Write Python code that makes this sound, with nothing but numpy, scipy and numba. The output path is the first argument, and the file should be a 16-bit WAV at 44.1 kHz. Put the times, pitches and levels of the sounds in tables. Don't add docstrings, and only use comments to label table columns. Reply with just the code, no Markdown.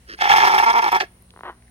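import sys
import numpy as np
from scipy import signal
from scipy.fft import rfft, irfft, next_fast_len
from scipy.io import wavfile
from scipy.ndimage import uniform_filter1d, map_coordinates
from numba import njit

SR = 44100
rng = np.random.default_rng(int(sys.argv[2]) if len(sys.argv) > 2 else 0)


def unload_audio(sound):
    columns = np.transpose(np.atleast_2d(sound))
    steps = np.round(np.clip(columns, -1, 1) * 32767)
    wavfile.write(sys.argv[1], SR, steps.astype(np.int16))


def undo_db(level):
    steps = np.asarray(level, float) / 20
    return 10 ** steps


N = 74970
T = np.arange(N) / SR

# start_s, length_s, level_db, roughness (0-1)
THROBS = [(0.187, .022, -42.5, 0.87), (.212, 0.01, -22.5, 0.84), (0.234, 0.047, -20, 0.97),
          (0.299, 0.041, -15, 0.71), (0.351, 0.089, -17, 0.97), (0.424, 0.055, -15.5, 0.7),
          (0.494, 0.073, -18, 0.79), (0.579, 0.06295, -18, 0.7), (.662, .046, -18, .14),
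          (.731, .009, -22, .5), (.749, .047, -18.5, .18), (0.824, .056, -20.5, 0.63),
          (0.922, 0.043, -17, 0.53), (1.005, 0.0036, -20, 0.94), (1.01, 0.013, -29, 0.6)]
# time_s, first_resonance_hz, strain_db, nasal_db
MOUTH = [
    (.18, 790, 8.5, 4),
    (.3, 840, 0.5, -4),
    (.43, 907, -2, 2.5),
    (.6, 878, -4.5, 1.5),
    (.69, 946, -2.5, 2),
    (.78, 918.5, -4, 6.5),
    (.95, 911.2, -4, 4.5),
    (1.008, 800, 3.5, 2.5),
    (1.03, 700, 3, 21.5),
]
# time_s, boost_db
CRACKS = [
    (.293, 6.5),
    (0.351, 5.5),
    (0.403, 9),
    (.474, -0.5),
    (0.584, 11.5),
    (0.843, 7.5),
    (1.003, 7),
]
# centre_hz, width_hz, level_db
LOW_THROAT = [(620, 200, -22), (730, 130, -17), (1100, 200, -10), (1370, 160, -11), (1800, 260, -19),
              (2220, 280, -12)]
UPPER_THROAT = [(1745, 178, -9), (2123, 200, -11.5), (2574, 410, -13.5), (3300, 394, -13.5),
                (4430, 1380, -18)]
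AIRY_THROAT = [(5185, 1030, -19), (7380, 2200, -29.5), (9000, 1050, -31), (12060, 7100, -27),
               (15100, 1940, -43)]
NASAL_THROAT = [(382.8, 85, -21.5)]
# centre_hz, width_hz, level_db
GASP_THROAT = [(356, 100, -3), (1470, 510, -1), (1820, 250, 3.5), (2736, 780, -5.5), (3160, 690, -6),
               (4020, 574, -13), (5070, 1200, -3), (11500, 2000, -20.5)]
# time_s, peak_db
CREAKS = [
    (1.338, -43),
    (1.362, -35),
    (1.374, -36),
    (1.391, -34.5),
    (1.408, -29.5),
    (1.434, -24),
    (1.435, -65),
    (1.497, -26.5),
]
# centre_hz, width_hz, level_db
GRUNT_THROAT = [(380, 200, -7), (700, 240, -8), (1007, 310, 0), (1440, 440, -6), (1920, 420, -8),
                (3000, 730, -16.5), (4200, 1000, -26)]
# time_s, peak_db, ring_hz, width_hz
TICKS = [
    (1.224, -36, 11500, 3000),
    (1.306, -36.5, 3300, 2180),
    (1.624, -47, 1993, 1227),
    (1.664, -60, 11500, 2480),
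    (1.68, -50.5, 1900, 600),
]
# pitch_hz, level_db (rms)
HUM = [
    (59.2, -61.5),
    (118.4, -67.5),
    (183.0, -68),
    (236.9, -70.5),
]
# frequency_hz, level_db (per Hz)
RUSTLE = [(24, -31), (40, 4.5), (197, -6), (241, -8), (1220, -19), (7340, -28.5), (9410, -37), (15500, -25)]
# frequency_hz, difference_db
PORT_COLOUR = [(100, -1.5), (700, -2.3), (1300, -.6), (2400, -2.5), (4400, -4), (8000, 3.3), (15000, 3.6)]


def ram():
    throbs, mouth = np.array(THROBS), np.array(MOUTH)
    each = np.array([swell(s, n, db, 2492.5, 901) for s, n, db, _ in THROBS])
    air_db = np.max([swell(s, n, db, 1192, 584.5) for s, n, db, _ in THROBS], axis=0)
    env = undo_db(each.max(axis=0))
    rough = uniform_filter1d(np.clip(throbs[each.argmax(axis=0), 3], 0, 1), size=300)
    first_hz, strain_db, nasal_db = (np.interp(T, mouth[:, 0], c) for c in mouth.T[1:])
    crack_s = 0.0028
    cracks = [db * np.exp(-((T - s) / crack_s) ** 2) for s, db in CRACKS]
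    strain = undo_db(strain_db + np.max(cracks, axis=0))

    clear_hz, hoarse_hz = 241, 198
    pulses, breath = voice(clear_hz + (hoarse_hz - clear_hz) * rough, rough)
    low = env * (pulses + undo_db(-6) * rough * breath[0])
    pulses = pulses * env
    breath = breath * undo_db(air_db + 13)
    bleat = level(band(low, first_hz, 162), 0) + ring(low, LOW_THROAT)
    bleat = bleat - ring(low * undo_db(nasal_db), NASAL_THROAT)
    bleat = bleat + level(band(low, 170, 300), -30)
    bleat = bleat + flares(0.13 * pulses, breath, AIRY_THROAT, 0.6)
    bleat = bleat + flares(strain * pulses, strain * breath, UPPER_THROAT, 0.3)

    gasp_env = undo_db(swell(0.098, 0.044, -41.5, 800, 1300))
    pulses, breath = voice(np.full(N, 104.), np.full(N, .4))
    gasp = ring(gasp_env * (0.55 * pulses + breath[0]), GASP_THROAT)
    return level(bleat, 0) * rms(env) + level(gasp, 0) * rms(gasp_env)


def voice(hz, rough):
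    jitter, shimmer_db, weak_db = .3, 4, -10
    neper = np.log(10) / 20
    chance = rng.standard_normal((N // 40, 2))
    pulses, phase = folds(hz, rough, chance, jitter, shimmer_db * neper, weak_db * neper)
    puff = np.exp(-phase)
    gust = undo_db(2.5 * walk(90.2))
    breath = puff * gust * rng.standard_normal((3, N)) * (4.2 + rough)
    return level(pulses - pulses.mean(), 0), level(breath, 0)


@njit
def folds(hz, rough, chance, jitter, shimmer, weak):
    pulses, phase = np.zeros(len(hz) + 1), np.empty(len(hz))
    p, k = 0., 0
    for i in range(len(hz)):
        step = hz[i] * np.exp(jitter * rough[i] * chance[k, 0]) / SR
        p += step
        if p >= 1:
            p, k = p - 1, k + 1
            size = np.exp(rough[i] * (shimmer * chance[k, 1] + weak * (k % 2)))
            pulses[i] += size * p / step
            pulses[i + 1] += size * (1 - p / step)
        phase[i] = p
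    return pulses[:-1], phase


def flares(pulses, breath, peaks, apart):
    share = np.clip(apart, 0, 1)
    x = pulses + np.sqrt(1 - share) * breath[0] + np.sqrt(share) * breath[1:]
    out = 0
    for hz, width, db in peaks:
        flare = undo_db(2 * walk(130))
        out = out + level(np.array([band(flare * c, hz, width) for c in x]), db)
    return out


def grunt():
    env = undo_db(swell(1.452, 0.038, -38.5, 1160, 463))
    pulses, breath = voice(np.full(N, 345.4), np.full(N, .7))
    rattle = level(ring(env * (pulses + .7 * breath[0]), GRUNT_THROAT), 0) * rms(env)
    hits = clicks(CREAKS)
    creaks = ring(hits, GRUNT_THROAT)
    return rattle + creaks * undo_db(-2.5) * hits.max() / np.abs(creaks).max()


def ticks():
    return sum(band(clicks([row]), *row[2:]) * SR / row[3] / 3 for row in TICKS)


def field():
    rustle, shape, gust = 0, np.array(RUSTLE), walk(2.9)
    for hz in 45 * 2 ** np.arange(0, 8.9, .5):
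        mid, side = (band(rng.standard_normal(N), hz, hz / 3) for _ in range(2))
        db = np.interp(np.log(hz), np.log(shape[:, 0]), shape[:, 1]) + .7 * gust + 1.8 * walk(8)
        spread = min(hz / 970.0, 1) * np.array([[1], [-1]])
        rustle = rustle + undo_db(db) * (mid + spread * side)
    insects = np.array([band(rng.standard_normal(N), 9470, 920) for _ in range(2)])
    insects = insects * undo_db(1.5 * walk(26))
    hum = 0
    for hz, db in HUM:
        hum = hum + np.sqrt(2) * undo_db(db + 2 * walk(4)) * np.sin(2 * np.pi * (hz * T + rng.random()))
    return level(rustle, -60) + level(insects, -68) + hum


def rms(x):
    return np.sqrt(np.mean(x ** 2))


def level(x, db):
    return x * undo_db(db) / rms(x)


def swell(start_s, length_s, db, attack_db_s, release_db_s):
    rise = (T - start_s) * attack_db_s
    fall = (start_s + length_s - T) * release_db_s
    return db + np.minimum(0, np.minimum(rise, fall))


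def walk(rate_hz):
    k = int(SR / rate_hz)
    steps = np.repeat(rng.standard_normal(N // k + 1), k)
    return level(uniform_filter1d(uniform_filter1d(steps, k), k)[:N], 0)


def clicks(rows):
    x = np.full(N, 1e-18)
    for row in rows:
        x[int(row[0] * SR)] = undo_db(row[1])
    return x


def ring(x, peaks):
    return sum((-1) ** k * level(band(x, hz, w), db) for k, (hz, w, db) in enumerate(peaks))


def band(x, hz, width):
    hz = hz * np.ones(N)
    return svf(svf(x, hz, 1.065 * width), hz, 1.2 * width)


@njit
def svf(x, hz, width):
    y, b, l = np.empty(len(x)), 0., 0.
    for i in range(len(x)):
        g, k = np.tan(np.pi * hz[i] / SR), width / hz[i]
        v = (b + g * (x[i] - l)) / (1 + g * (g + k))
        b, l, y[i] = 2 * v - b, l + 2 * g * v, k * v
    return y


def ports(x, lag_s):
    t60_s, pen_db, pen_low_hz, pen_top_hz = 0.27, -20.5, 1530, 4060
    tail_n = SR // 2
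    size = next_fast_len(N + tail_n)
    hz = np.arange(size // 2 + 1) * SR / size + 1e-9
    colour, sides = np.array(PORT_COLOUR), np.array([[1], [-1]])
    tilt_db = np.interp(np.log(hz), np.log(colour[:, 0]), colour[:, 1]) / 2
    decay = undo_db(-60 * T[:tail_n] / t60_s)
    tail = level(rng.standard_normal((2, tail_n)) * decay, pen_db) / np.sqrt(tail_n)
    pen = rfft(tail, size) / np.hypot(1, hz / pen_top_hz) / np.hypot(1, pen_low_hz / hz)
    both = x * np.ones((2, 1))
    late = [map_coordinates(c, [(T - s * lag_s / 2) * SR], mode="mirror") for c, s in zip(both, (1, -1))]
    return irfft(rfft(late, size) * undo_db(tilt_db * sides) * (1 + pen), size)[:, :N]


def scene():
    facing_lag_s, turned_lag_s = 0.0002923, 0.00027
    turn = 1 / (1 + np.exp((0.92 - T) / 0.013))
    right = undo_db(0.5) * ports(ram(), facing_lag_s + (turned_lag_s - facing_lag_s) * turn)
    left = ports(grunt() + ticks(), -0.00011) * undo_db(np.array([[1.4], [-1.4]]))
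    return right + left + field()


def top_cut(x):
    return signal.sosfilt(signal.butter(12, 15950, fs=SR, output="sos"), x)


def record(dry):
    mix = np.tanh(1.363 * dry) / 0.79
    return top_cut(mix)


dry = scene()
out = record(dry)
unload_audio(out)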